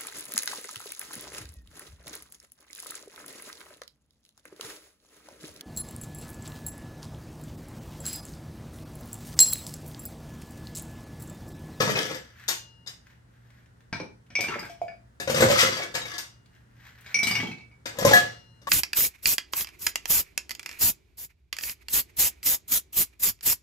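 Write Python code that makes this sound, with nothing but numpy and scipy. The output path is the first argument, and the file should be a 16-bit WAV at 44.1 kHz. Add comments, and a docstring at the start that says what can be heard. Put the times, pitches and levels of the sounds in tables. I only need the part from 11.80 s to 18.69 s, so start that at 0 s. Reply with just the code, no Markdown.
"""Scooping ice into a glass

A steel scoop digs ice cubes out of a steel bucket on a wooden counter, tips them twice into a tall glass
and is dropped back into the ice. Blows set off noise crashes and fading tones of ice, steel, glass and wood;
moving heaps are many tiny noise puffs, and sleeves brush as shaped noise. Two spaced microphones hear it in
a small lively room, with the bucket to the left and a refrigerator humming far off.
"""
import sys
import numpy as np
from scipy import signal
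from scipy.fft import rfft, irfft, next_fast_len
from scipy.io import wavfile
from scipy.ndimage import uniform_filter1d, map_coordinates

SR = 44100
rng = np.random.default_rng(int(sys.argv[2]) if len(sys.argv) > 2 else 0)


def bounce(signal):
    """Save signal as a 16-bit WAV file at the path given by the first command-line argument."""
    frames = np.transpose(np.atleast_2d(signal))
    limited = np.clip(frames, -1, 1)
    pcm = np.round(limited * 32767).astype(np.int16)
    wavfile.write(sys.argv[1], SR, pcm)


N = 303849

# Blows in the bucket: t/s, level/dB, brightness/(dB/octave), short knock f/Hz,
# then relative levels/dB of short knock, weight behind the blow, scoop blade
BUCKET_BLOWS = [(0.0034, -13, -1, 1276, -6.5, 1, -15), (0.033, -39.5, -9, 1320, 4, -4, -14),
                (0.075, -23, -3.5, 1280, -8, -4, -28), (0.098, -24.5, 2, 1890, -7, 1.5, -9.5),
                (0.154, -25.5, -5, 2525, 3, -18, -19), (0.1705, -22, -1, 3580, -10.5, -2.5, -15),
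                (0.2494, -35.5, 4.5, 1960, -6, 11, -6), (0.3094, -32, -5, 1320, -4.5, 9.5, -28),
                (0.3436, -29.5, -1, 1120, -21.5, -27, -19), (0.68, -20, 5, 3660, -21, -32, -44.5),
                (0.6848, -14, 1, 1600, -23.5, -27, -35), (1.062, -39, -2, 2000, -29, -23, -42),
                (1.072, -32.5, 2, 5050, -12, -55, -46), (3.3997, -22.5, -0.5, 1583, -21, -9.5, -12),
                (3.4745, -21, -4, 915, -24, 3, -37), (3.497, -18, 1, 1660, -32, 4, -33),
                (3.544, -17.5, -0.5, 1360, -17.5, 3.5, -22), (3.572, -28, 6, 1220, -9.5, -6, -23),
                (3.6047, -13, 2.5, 1133, -11, 6, -9), (3.622, -15, -6, 1503, -1.5, 12.5, -39.5),
                (3.684, -20, 1, 1006, -10, 5.5, -28), (3.7, -20.5, -2.5, 1900, -7, 12.5, -23.5),
                (3.7204, -26.5, 2, 1300, -0.5, -5, -25.5), (3.7558, -25, 0.5, 1241, -1, -21.5, -25.5),
                (3.7908, -18.5, 0, 3400, -17.5, -31, -30), (3.812, -18, 0, 5110, -10, -29.5, -26),
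                (3.8294, -15.5, -3, 2040, -11, 1.5, -20), (3.869, -31.5, 2.5, 2040, 6, -6.5, -7),
                (3.886, -34.5, -6.5, 1430, -24.5, 9.5, -14.5), (3.9235, -35.5, -4, 4800, 4, -17, -20.5),
                (3.967, -29, -4.5, 4700, -6, -12.5, -7.5), (3.996, -30.5, -4.5, 715, -1.5, -14, -15),
                (4.0194, -35.5, -6, 2250, 8, -14.5, -6), (4.141, -23.5, -1, 1690, -20, -7.5, -23),
                (4.15, -18, -1, 1720, -14, -6, -24.5), (4.215, -38.5, -5, 3810, 5, -16, -17),
                (4.2534, -31, -1, 2220, -2.5, -7, -17.5), (4.3365, -34, -2, 4800, -6, -22, -4),
                (4.3804, -22.5, 2, 4870, -13, -29, -56), (6.0561, -22, -1.5, 933, -17.5, -11, -22.5),
                (6.1858, -24, 6, 1000, -8.5, 6.5, -11.5), (6.2492, -10.5, 3, 1033, -7.5, 8.5, -26.5),
                (6.2783, -32, -9, 840, -25.5, -1.5, -35.5), (6.3094, -14, -2.5, 850, -2.5, 4.5, -24),
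                (6.3325, -11.5, 5, 760, -5.5, -3.5, 2), (6.8159, -45.5, -1.5, 5700, -19.5, -8, -29),
                (6.8703, -28, 1, 1114, 3.5, -1.5, -8.5)]
# Blows on the glass, the scoop set against it, then cubes falling in:
# t/s, level/dB, brightness/(dB/octave), short knock f/Hz,
# then relative levels/dB of short knock, wall ring, middle ring, air column, counter thud
GLASS_BLOWS = [(2.1274, -30, -4.5, 1580, -1.5, -5.5, -10, -5.5, -5),
               (2.1994, -44, -8, 512, 13, 4, -4, -12, -8),
               (2.5027, -46.5, -2, 1850, -11, -8, -14.5, -36, -8),
               (2.5532, -31, -0.5, 3100, -14, 7, -3, -54, -27),
               (2.588, -37, -5.5, 1900, -22, -6, -15, -24, -14),
               (2.6065, -29.5, 10, 1730, -17, 1.5, -7, -33, -18), (2.64, -42, -6, 1587, 6, 9, 1, -31, -18),
               (2.6838, -33, -4.5, 2760, 3.5, -30, -16, -42, -12),
               (2.704, -58.5, 0, 1346, 24, -9, -14, -30, -8),
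               (2.7194, -44.5, 5, 1330, 15, -18, -12, -18, -2),
               (2.742, -50.5, 5.5, 1320, 18, -19, -4, -20, -5), (2.757, -58, 4, 578, 27.5, -13, 0, -9, -5),
               (2.7916, -44, 12, 2370, -4, -11, 6.5, -32, -10), (2.8294, -47, 2, 1614, 12, 0, -7, -12, -11),
               (2.85, -48, 8, 1540, 6.5, -14, -16, -18, -11), (2.8968, -43, 5, 1605, -9, -10, -23, 2, -20),
               (3.0156, -52, 6.5, 830, -2, 1.5, -7, 28, -4), (3.0809, -56, -2.5, 1725, 14, 10, 2.5, 11, -6),
               (3.1194, -69.5, -11, 1670, 12, 16, -16, 23.5, 6),
               (5.2619, -41.5, 0.5, 1593, -9, -5, -10.5, -51, -22),
               (5.3435, -29, -1, 4420, -6, 8, -12, -29, -26), (5.3892, -39.5, 9, 2760, -6, 14, -8, -9, -16),
               (5.4301, -19.5, 3, 3890, -12, -6.5, -12, -23.5, -19),
               (5.4694, -21, 6, 1910, -16, -3, -26, -38, -20),
               (5.5099, -27, -2.5, 1070, -31, -2, -2, -32, -10),
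               (5.5523, -24.5, 1, 2840, -2, 4, -21, -28, -20), (5.5994, -34, -2, 1994, 6, 0, -20, -32, -9),
               (5.6294, -37, -6, 860, -1, -4, -27, -26, -6), (5.67, -45.5, 3.5, 3190, 7, -6, -18, -30, -8),
               (5.7136, -45.5, -1.5, 2576, 10, 5.5, -14, -33, -9),
               (5.782, -60, -6, 4420, 4, 14, -13, -30, -12),
               (5.8072, -62, 0.5, 2630, 13, 13.5, -12, -26, -15),
               (5.9135, -68, -5.5, 2890, -0.5, 13.5, -12, -25, -15)]
# Faint ticks of shifting cubes: t/s, level/dB, f/Hz
TICKS = [(0.502, -38, 1670), (0.597, -31, 1670), (1.2688, -34.5, 1750), (1.7038, -38, 1800),
         (1.7863, -50, 1660), (1.8602, -42, 1870), (2.0055, -40, 1720), (2.4647, -47, 2500),
         (4.562, -47, 1676), (4.659, -42, 3030), (4.75, -45, 2560), (5.0255, -46.5, 1820),
         (5.209, -41.5, 11500)]
# Shoves of the scoop through the heap: t of the peak/s, crunch level/dB, rumble level/dB (both relative)
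STIRS = [(0.005, -20.5, -22), (0.09, -25, -22), (0.185, -24.5, -26), (0.3, -30.5, -33.5),
         (3.574, -23, -19.5), (3.645, -30, -25), (3.73, -18, -37.5), (3.8, -13.5, -43),
         (3.84, -20.5, -42.5), (3.93, -25.5, -32.5), (4.02, -34, -31.5), (4.31, -34, -64.5),
         (6.22, -26.5, -20.5), (6.275, -22.5, -15.5), (6.37, -25, -27.5)]
# Cubes sliding into the glass: t of the peak/s, clatter level/dB, rumble level/dB (both relative)
POURS = [(2.72, -44.5, -44.5), (5.45, -48.5, -49), (5.59, -59.5, -45.5)]
# Sleeves and hands brushing about: t of the peak/s, level/dB
RUSTLE = [(0.45, -62.5), (0.62, -51), (1.306, -62.5), (1.55, -69), (1.67, -68), (1.78, -64.5), (1.872, -76),
          (2.03, -73), (4.766, -65.5), (5.07, -52.5), (5.2, -56), (5.3, -48.5), (6.6, -72.5), (6.76, -78.5)]
# Steel set ringing: t/s, rim level/dB, scoop level/dB, t of the next touch/s
RINGS = [(.685, -47, -70, 1.075), (1.073, -70, -75, 1.6), (3.4, -58, -60, 3.47), (4.15, -60, -70, 4.38),
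         (4.38, -63, -70, 5.2), (6.056, -58, -62, 6.19), (6.334, -45, -39, 6.95)]
# Starts of the two pours: t/s
POUR_STARTS = [2.55, 5.34]

# Modes, the tones a body rings at: f/Hz, relative level/dB, t60/s (time to fade by 60 dB if left alone)
# Deep boom of the bucket; its pitch is retuned for every blow
BOOM = [(353, -12, .1), (398, -14, .1), (499, -12, .12), (530, -7, .12), (555, 0, .16)]
# Short bright ring of the bucket's wall
SHELL = [(3660, 1, .05), (3760, 1, .045), (4250, -6, .05), (4790, -1, .06), (5050, -3, .09),
         (5545, -5, .06), (6430, -8, .07), (6853, -9, .09), (7962, -14, .05), (8400, -10, .07)]
# Scoop blade
BLADE = [(714, -7, .3), (1668, -13, .22), (1697, 0, .33), (1950, -11, .2), (3320, -17, .25)]
# Wooden counter
COUNTER = [(89, -19.5, 0.085), (112.8, -7, 1), (149, -0.5, 0.28), (186, 6.5, 0.089), (228.8, 1, 0.17),
           (290, -19.5, 0.04)]
# Glass wall before ice lies in the glass
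EMPTY_WALL = [(2218, -14, .15), (2256, 0, .25), (2353, -2, .22), (2446, -5, .16), (2535, -11, .1),
              (2390, 4, .025)]
# Glass wall with ice in it
ICED_WALL = [(2235, -1, .24), (2301, 0, .4), (2352, -9, .15), (2450, -9, .1), (2540, -14, .08)]
# Middle ring of the glass
MIDDLE = [(4795, 0, .1), (4930, -6, .08), (5070, -3, .12)]
# Upper ring of the glass
UPPER = [(5640, -6, .08), (5701, 0, .13), (5749, -1, .13), (5911, -7, .12), (8600, -19, .2),
         (9889, -17, .2)]
# Air column in the glass
AIR = [(515, -16, .12), (655, -12, .15), (684, -7, .3), (690, 0, .07)]
# Free steel rim
RIM = [(908, -22, 3), (1992, -9, .36), (2848, 0, 1.2), (3510, -9, .5), (4100, -7, .7), (5039, -2, .6),
       (5954, -5, .35), (6900, -5, .35), (8333, -6, .3)]
# Standing scoop
HANDLE = [(740, -2, .3), (1694, 5, .4), (1712, 0, .38), (4105, -12, 1.1), (5641, -13, .6), (5652, -9, .7),
          (6110, -7, .35), (6821, -9, .4)]
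# Short knock, a brief tone of cube, steel or air column: multiple of the knock's f, relative level/dB, t60/s
SHORT_KNOCK = [(1, 1.5, .075), (.85, -3.5, .05), (1.6, -8.5, .05)]

# Bucket modes that the moving heap keeps ringing: f/Hz, width/Hz, relative level/dB
HEAP = [(1328, 44, 3), (1987, 50, 9), (2300, 20, -9), (2850, 23, -10.5), (3400, 420, 0), (3650, 78, -3.5),
        (4350, 15, -12.5), (4350, 41, -14.5), (4820, 260, -3.5), (5000, 14, -5), (5700, 120, -7.5),
        (6520, 73, -16.5)]
# The same for cubes piling in the glass: f/Hz, width/Hz, relative level/dB
PILE = [(846, 150, -20), (1300, 70, -13.5), (1600, 77, 0), (2030, 49, -2), (2500, 70, -12),
        (3774, 120, -26), (4370, 90, -34), (5100, 120, -11.5), (5500, 38, -32), (5600, 24, -10)]

# Noise colours: f/Hz, relative level/dB
# Crash of a blow in the bucket
CRASH = [(60, -49), (180, -32), (300, -2.5), (1070, -3.5), (1650, 1.5), (2690, -3), (6100, -6.5),
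         (9120, -9), (10600, -25.5), (13200, -2), (14600, -16), (16400, -64)]
# Clack of a blow on the glass
CLACK = [(70, -48.5), (180, -5.5), (300, -7.5), (900, -8), (1600, -8.5), (3000, -5), (5800, -15),
         (8800, -20.5), (10600, -41), (12000, -19.5), (14500, -33.5), (16400, -54.5)]
# Crunch of the heap in the bucket
CRUNCH = [(410, -58.5), (700, -2.5), (842, -11.5), (1250, 1.5), (2720, -0.5), (5700, -8.5), (9170, -9),
          (10700, -54), (11600, -9.5), (14400, -21.5), (16400, -68)]
# Clatter of cubes sliding into the glass
CLATTER = [(410, -19.5), (700, -42), (865, 12), (1760, 10.5), (2270, 15), (7040, -45), (8820, -49),
           (10500, -55.5), (11500, -42), (13800, -41), (16400, -68)]
# Low rumble in the bucket
RUMBLE = [(24, -59), (40, -26), (107, -12), (188, -2), (301, -16.5), (446, -7.5), (511, -3), (703, -11.5),
          (1410, -20.5), (1500, -28), (1950, -38.5), (3300, -120)]
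# Low rumble in the glass
TUMBLE = [(35, -52), (70, -22.5), (166, 4), (463, -1.5), (512, -23), (845, 1), (1200, -35.5), (1560, -45),
          (2640, -120)]
# Brushing cloth
CLOTH = [(290, -41.5), (500, -25), (1290, -13.5), (1660, -4), (2570, -14), (8750, -32), (10400, -55),
         (11400, -23), (14400, -26), (16400, -49)]
# Quiet background of the room
ROOM_TONE = [(12, -54), (30, -22.5), (55, -6), (114, -10), (236, -17.5), (313, -23.5), (1170, -30.5),
             (1470, -28), (2050, -32), (2230, -39.5), (2500, -40), (9000, -46), (16400, -61)]

# Hand and ice load the bucket wall: t/s, top boom mode f/Hz
BOOM_PITCH = [(0, 500), (.4, 510), (3.47, 550), (3.55, 530), (3.63, 516), (3.68, 565), (3.72, 565),
              (3.83, 520), (4.2, 520), (6.19, 550), (6.25, 555), (6.31, 545)]
# Fingers and ice damp the glass: t/s, extra fading/(dB/s)
GRIP = [(2.65, 90), (2.9, 71.5), (5.3, 7.5), (5.55, 35), (5.7, 75)]
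# Ice weighs on the glass: t/s, wall pitch/ratio, upper pitch/ratio
GLASS_SAG = [(5.42, 1, 1), (5.47, .999, .968), (5.56, .998, .985), (5.63, .988, .985), (5.92, .986, .99)]
# Bucket colour between the microphones: f/Hz, left minus right level/dB
BUCKET_SIDE = [(60, -1.5), (150, -3.5), (380, 3.5), (950, 5), (2380, 5.5), (5980, 15.5), (15000, -3)]
# Glass colour between the microphones: f/Hz, left minus right level/dB
GLASS_SIDE = [(60, 1.5), (130, -3.5), (290, 1), (680, 0), (1410, 5), (2300, -1), (3100, 4.5), (6820, 12),
              (15000, 2)]
# Diffuse sound: f/Hz, left-right likeness (1 same, 0 unrelated, -1 opposite)
ALIKE = [(60, 0.9), (130, 0.96), (300, 0.5), (700, -0.42), (3000, -0.0038), (15000, 0.42)]
# Echoes of the room: f/Hz, t60/s
ROOM = [(100, 0.45), (500, 0.34), (2000, 0.27), (6000, 0.33), (14000, 0.065)]
# Stereo width by pitch: f/Hz, side level/dB
WIDTH = [(9000, 0.5), (11500, -0.5), (16000, -14)]

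# Weight rings the boom fully and the counter in part; light blows ring the shell more
BOOM_DB, THUD_DB, THUD_SHARE, SHELL_DB, SHELL_SHARE = -7, -20.5, 0.75, -19.5, 0.29
# Upper glass ring under the wall ring, iced and empty; it fades as a pour fills the glass
UPPER_DB, UPPER_EMPTY_DB, UPPER_FADES_DB, FILL_S = -3, -8, 27, 0.48
ICED_S = 3.3  # ice lies in the glass from here on
FINE_DB, FINE_HZ = 2, 50  # strength and spacing of the narrow modes each blow picks out
# Random scatter of mode pitches (share) and levels (dB) from blow to blow and spot to spot
SHELL_SCATTER, HEAP_SCATTER, SPOT_DB = .015, .02, 4
TOP_HZ = 16500


def bucket():
    """Scoop and cubes knock and grind in the steel bucket: the wall, blade and counter ring."""
    def levels(s, weight_db, blade_db):
        thud_db = THUD_DB + THUD_SHARE * weight_db
        shell_db = SHELL_DB - SHELL_SHARE * weight_db
        return [BOOM_DB + weight_db, thud_db, blade_db, shell_db]

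    def retuned(s, luck):
        boom_ratio = np.interp(s, *np.transpose(BOOM_PITCH)) / BOOM[-1][0]
        return {0: boom_ratio, 3: 1 + SHELL_SCATTER * luck[-len(SHELL):]}

    hits = blows(BUCKET_BLOWS, CRASH, [BOOM, COUNTER, BLADE, SHELL], levels,
                 crash_db=-12.5, crash_t60=0.21, scatter_db=1.5, lumps_db=3.5, damping=[(0, 50)],
                 pitch=retuned, rise_s=0.0016, contact_db=-3.5, contact_t60=0.013, choke_db=130.5)
    heap = grinding(STIRS, CRUNCH, HEAP, 0.53, RUMBLE, per_s=280, spread_db=9.5,
                    knock_db=-4, knock_hz=2595, rise_db=352.5, fall_db=163)
    return hits + amp(-9.5) * heap


def glass():
    """Scoop and cubes touch the glass: a beating pair of wall tones, higher modes and the air column ring."""
    def levels(s, ring_db, middle_db, air_db, thud_db):
        first, second = POUR_STARTS
        start = first if s < second else second
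        filling = np.clip((s - start) / FILL_S, 0, 1)
        fading_db = ring_db - UPPER_FADES_DB * filling
        if s < ICED_S:  # minus infinity silences the wall not in use
            return [ring_db, -np.inf, middle_db, fading_db + UPPER_EMPTY_DB, air_db, thud_db]
        return [-np.inf, ring_db, middle_db, fading_db + UPPER_DB, air_db, thud_db]

    def sagging(s, luck):
        when, wall, upper = np.transpose(GLASS_SAG)
        if s <= when[0]:
            return {}
        return {1: np.interp(s, when, wall), 3: np.interp(s, when, upper)}

    bodies = [EMPTY_WALL, ICED_WALL, MIDDLE, UPPER, AIR, COUNTER]
    clinks = blows(GLASS_BLOWS, CLACK, bodies, levels,
                   crash_db=-10, crash_t60=0.23, scatter_db=2.5, lumps_db=5.0, damping=GRIP,
                   pitch=sagging, rise_s=0.0012, contact_db=6, contact_t60=0.013, choke_db=39.5)
    pile = grinding(POURS, CLATTER, PILE, -9.0, TUMBLE, per_s=150, spread_db=9.5,
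                    knock_db=-13.0, knock_hz=1810, rise_db=248, fall_db=133.5)
    return clinks + amp(7.0) * pile


def blows(events, spectrum, bodies, levels, crash_db, crash_t60, scatter_db, lumps_db, damping,
          pitch, rise_s, contact_db, contact_t60, choke_db):
    """Every blow sets off a crash of shaped noise, one short knock and the ring of each body."""
    out, t = np.zeros(N + SR), np.arange(3 * SR // 8) / SR
    crash = coloured(rng.standard_normal(N + SR), spectrum)  # stands for countless short modes
    rings = [ring(body, t) for body in bodies]
    rise = 1 - np.exp(-t / rise_s)
    # the first contact stands out of the crash
    fade = amp(-60 * t / crash_t60) + amp(contact_db - 60 * t / contact_t60)
    gaps = np.diff([row[0] for row in events], append=np.inf)
    chance = rng.standard_normal((len(events), 460))  # each blow's own random numbers
    for gap, luck, (s, db, tilt_db, knock_hz, knock_db, *rest) in zip(gaps, chance, events):
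        at = round(s * SR)
        knock = ring(np.array(SHORT_KNOCK) * [knock_hz, 1, 1], t).sum(axis=0)
        lumps = lumps_db * luck[40:120]  # each spot favours other bands
        fine = FINE_DB * luck[120:]

        def colour(hz):
            fine_db = np.interp(hz / FINE_HZ, np.arange(len(fine)), fine) - FINE_DB / 2
            brightness_db = tilt_db * np.log2((hz + 200) / 4000)
            return amp(fine_db + brightness_db + np.interp(hz / 300, np.arange(len(lumps)), lumps))

        for k, ratio in pitch(s, luck).items():  # some bodies are retuned for this blow
            tuned = np.array(bodies[k], float)
            tuned[:, 0] *= ratio
            rings[k] = ring(tuned, t)
        sound = np.zeros(len(t))
        for k, (modes, level_db) in enumerate(zip(rings, levels(s, *rest))):
            scatter = scatter_db * luck[1 + 5 * k:][:len(modes)]
            sound += amp(level_db + scatter) @ modes
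        held_db = np.interp(s, *np.transpose(damping)) * t
        choked_db = choke_db * np.maximum(t - gap, 0)  # the next contact chokes what still rings
        sound *= amp(-held_db - choked_db)
        sound += amp(crash_db) * fade * filtered(crash[at:][:len(t)], colour)
        sound += amp(knock_db) * knock
        out[at:][:len(t)] += amp(db) * rise * sound
    return out[:N]


def ring(modes, t):
    """A struck body sounds as several tones that fade freely, one row each."""
    hz, db, t60 = np.transpose(modes)[:, :, None]
    return amp(db - 60 * t / t60) * np.sin(2 * np.pi * hz * t)


def grinding(moves, spectrum, peaks, peaks_db, low, per_s, spread_db, knock_db, knock_hz, rise_db, fall_db):
    """A heap of cubes in motion: crunch, clinks that ring the vessel and loose knocks, with rumble below."""
    crunch = coloured(grains(per_s, spread_db, life_s=0.13), spectrum)
    crunch += amp(peaks_db) * clinking(per_s, peaks, count=3)
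    crunch += amp(knock_db) * loose_knocks(150, knock_hz, spread=0.83, cycles=60, spread_db=4.5)
    rumble = coloured(grains(per_s, 9.3, life_s=0.022), low)
    crunch_gain = gains(moves, 1, rise_db, fall_db)
    rumble_gain = gains(moves, 2, rise_db, fall_db)
    return crunch_gain * crunch + rumble_gain * rumble


def clinking(per_s, peaks, count):
    """Small clinks ring the vessel now at one spot, now at another, each with randomly scattered modes."""
    out, knots = np.zeros(N), np.arange(N) * 14 / SR  # 14 new loudness values a second
    hz, width, db = np.transpose(peaks)
    for luck in rng.standard_normal((count, 2, len(peaks))):
        spot = list(zip(hz * (1 + HEAP_SCATTER * luck[0]), width, db + SPOT_DB * luck[1]))

        def vessel(f):
            total = 0
            for k, (centre, w, g) in enumerate(spot):  # neighbouring modes have opposite sign
                total = total + (-1) ** k * amp(g) * 1j * f * w / (centre ** 2 - f * f + 1j * f * w)
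            return total

        busy = amp(7 * np.interp(knots, np.arange(100), rng.standard_normal(100)))
        out += unit(filtered(busy * grains(per_s, 8.4, life_s=0.014), vessel))
    return unit(out)


def loose_knocks(per_s, centre_hz, spread, cycles, spread_db):
    """Loose cubes knocking: short damped tones of random pitch, moment and size."""
    when, high, size = rng.random((3, int(per_s * N / SR)))
    hz = centre_hz * np.exp(spread * (2 * high - 1))[:, None]
    t = np.arange(800) / SR
    size_db = -spread_db * np.log(size[:, None] + 0.14)
    tone = amp(size_db - 60 * t * hz / cycles) * np.sin(2 * np.pi * hz * t)
    at = (when * N).astype(int)[:, None] + np.arange(len(t))
    return unit(np.bincount(at.ravel(), tone.ravel(), minlength=N)[:N])  # add up all tones


def grains(per_s, spread_db, life_s):
    """Dense tiny collisions: noise puffs of uneven size at random moments."""
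    starts = rng.random(N) < per_s / SR
    hit = starts * amp(spread_db * np.minimum(rng.exponential(size=N), 2))
    t = np.arange(1000) / SR
    return signal.fftconvolve(hit, amp(-60 * t / life_s))[:N] * rng.standard_normal(N)


def rim():
    """The free steel rim and scoop swell and sing on until hand or ice touches them."""
    out, t = np.zeros(N + 2 * SR), np.arange(SR) / SR
    modes = ring(RIM + HANDLE, t)
    for s, rim_db, scoop_db, stop_s in RINGS:
        swell = 1 - np.exp(-t / 0.075)
        touched = amp(-900 * np.maximum(t - (stop_s - s), 0))
        level_db = np.repeat([rim_db, scoop_db], [len(RIM), len(HANDLE)])
        song = amp(level_db + rng.standard_normal(len(modes))) @ modes
        out[round(s * SR):][:len(t)] += swell * touched * song
    return out[:N]


def handling():
    """Cubes on the carried scoop tick as short pitched noise, and cloth brushes as dense noise puffs."""
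    out, t = np.zeros(N + SR), np.arange(SR // 20) / SR
    for s, db, hz in TICKS:
        band = lambda f: 1j * f * hz * 0.22 / (hz ** 2 - f * f + 1j * f * hz * 0.5)
        puff = amp(db - 60 * t / 0.047) * rng.standard_normal(len(t))
        out[round(s * SR):][:len(t)] += filtered(puff, band)
    cloth = coloured(grains(1800, 1.2, life_s=0.016), CLOTH)
    return out[:N] + gains(RUSTLE, column=1, rise_db=138.0, fall_db=158.5) * cloth


def placed(x, lead_s, balance):
    """The left microphone hears the source lead_s earlier and with its own colour."""
    side = np.array([[.5], [-.5]])  # half of each difference to left and right
    return filtered(x, lambda hz: amp(side * along(balance, hz)) * np.exp(2j * np.pi * hz * side * lead_s))


def room(x, step=SR // 2):
    """Each pitch of the echo dies at its own speed; the echo is drawn anew from noise every half second."""
    out = np.zeros((2, N + 2 * SR))
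    for at in range(0, N, step):
        hz, t, z = signal.stft(rng.standard_normal((2, SR // 2)), SR, nperseg=256)
        fading = amp(-60 * t / along(ROOM, hz)[:, None])
        tail = signal.istft(z * fading, SR, nperseg=256)[1]
        wet = signal.fftconvolve(x[None, at:at + step], tail / np.linalg.norm(tail[0]), axes=1)
        out[:, at + 150:][:, :wet.shape[1]] += wet  # the first wall answers a few ms late
    return diffuse(out[:, :N])


def room_tone():
    """Distant refrigerator and house rumble: shaped noise around a slightly unsteady hum."""
    t = np.arange(N) / SR
    waver = map_coordinates(rng.standard_normal(N * 8 // SR + 4), [t * 8])  # 8 random values a second
    hum = amp(-57.5 + 2 * waver) * np.sin(2 * np.pi * 119 * t)
    rumble = diffuse(coloured(rng.standard_normal((2, N)), ROOM_TONE))
    return hum + amp(-58.5) * rumble


def diffuse(pair):
    """Sound from all around: mix two unrelated signals to the left-right likeness set for each pitch."""
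    def share(hz):
        turn = np.arccos(np.clip(along(ALIKE, hz), -1, 1)) / 2
        return np.array([np.cos(turn), np.sin(turn)])

    mid, side = filtered(pair, share)
    return np.array([mid + side, mid - side])


def amp(db):
    """Decibels to gain."""
    return 10 ** (np.asarray(db) / 20)


def unit(x):
    """Scale to an rms (average strength) of 1."""
    return x / np.sqrt(np.mean(x ** 2) + 1e-20)


def along(points, hz):
    """Read values between (f/Hz, value) points on a log axis."""
    f, v = np.transpose(points)
    return np.interp(np.log(hz + 1), np.log(f + 1), v)


def gains(rows, column, rise_db, fall_db):
    """Gain per sample of movements that swell and die away by so many dB a second."""
    late = np.arange(N) / SR - np.array(rows)[:, :1]
    slope_db = np.minimum(rise_db * late, -fall_db * late)
    level_db = np.array(rows)[:, column, None] + slope_db
    return uniform_filter1d(amp(level_db.max(axis=0)), size=400)  # the loudest movement wins, smoothed


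def filtered(x, response):
    """Change each frequency of x by a (complex) response."""
    m = next_fast_len(x.shape[-1] + 8192)
    return irfft(rfft(x, m) * response(np.fft.rfftfreq(m, 1 / SR)), m)[..., :x.shape[-1]]


def coloured(x, spectrum):
    """x shaped by a noise colour, rms 1."""
    return unit(filtered(x, lambda hz: amp(along(spectrum, hz))))


def scene():
    """Bucket to the left, glass near the middle and closer, both in the room."""
    left, centre, song = bucket(), glass() + handling(), rim()
    direct = placed(left, lead_s=0.00018, balance=BUCKET_SIDE)
    direct += placed(centre, lead_s=.00005, balance=GLASS_SIDE)
    direct += placed(song, lead_s=.00004, balance=BUCKET_SIDE)
    return direct + room(amp(-3.0) * left + amp(-4.0) * centre) + room_tone()


def record(dry):
    """Deep bass is weak, stereo width is set by pitch, loud peaks are rounded off, the top is cut off."""
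    x = filtered(dry, lambda hz: 1 / np.sqrt(1 + (48 / (hz + 1)) ** 6))
    mid = x.mean(axis=0)
    side = filtered((x[0] - x[1]) / 2, lambda hz: amp(along(WIDTH, hz)))
    x = np.array([mid + side, mid - side])
    x = x / (1 + np.abs(x / .9) ** 4) ** (1 / 4)
    return filtered(x, lambda hz: hz < TOP_HZ)


dry = scene()
out = record(dry)
bounce(out)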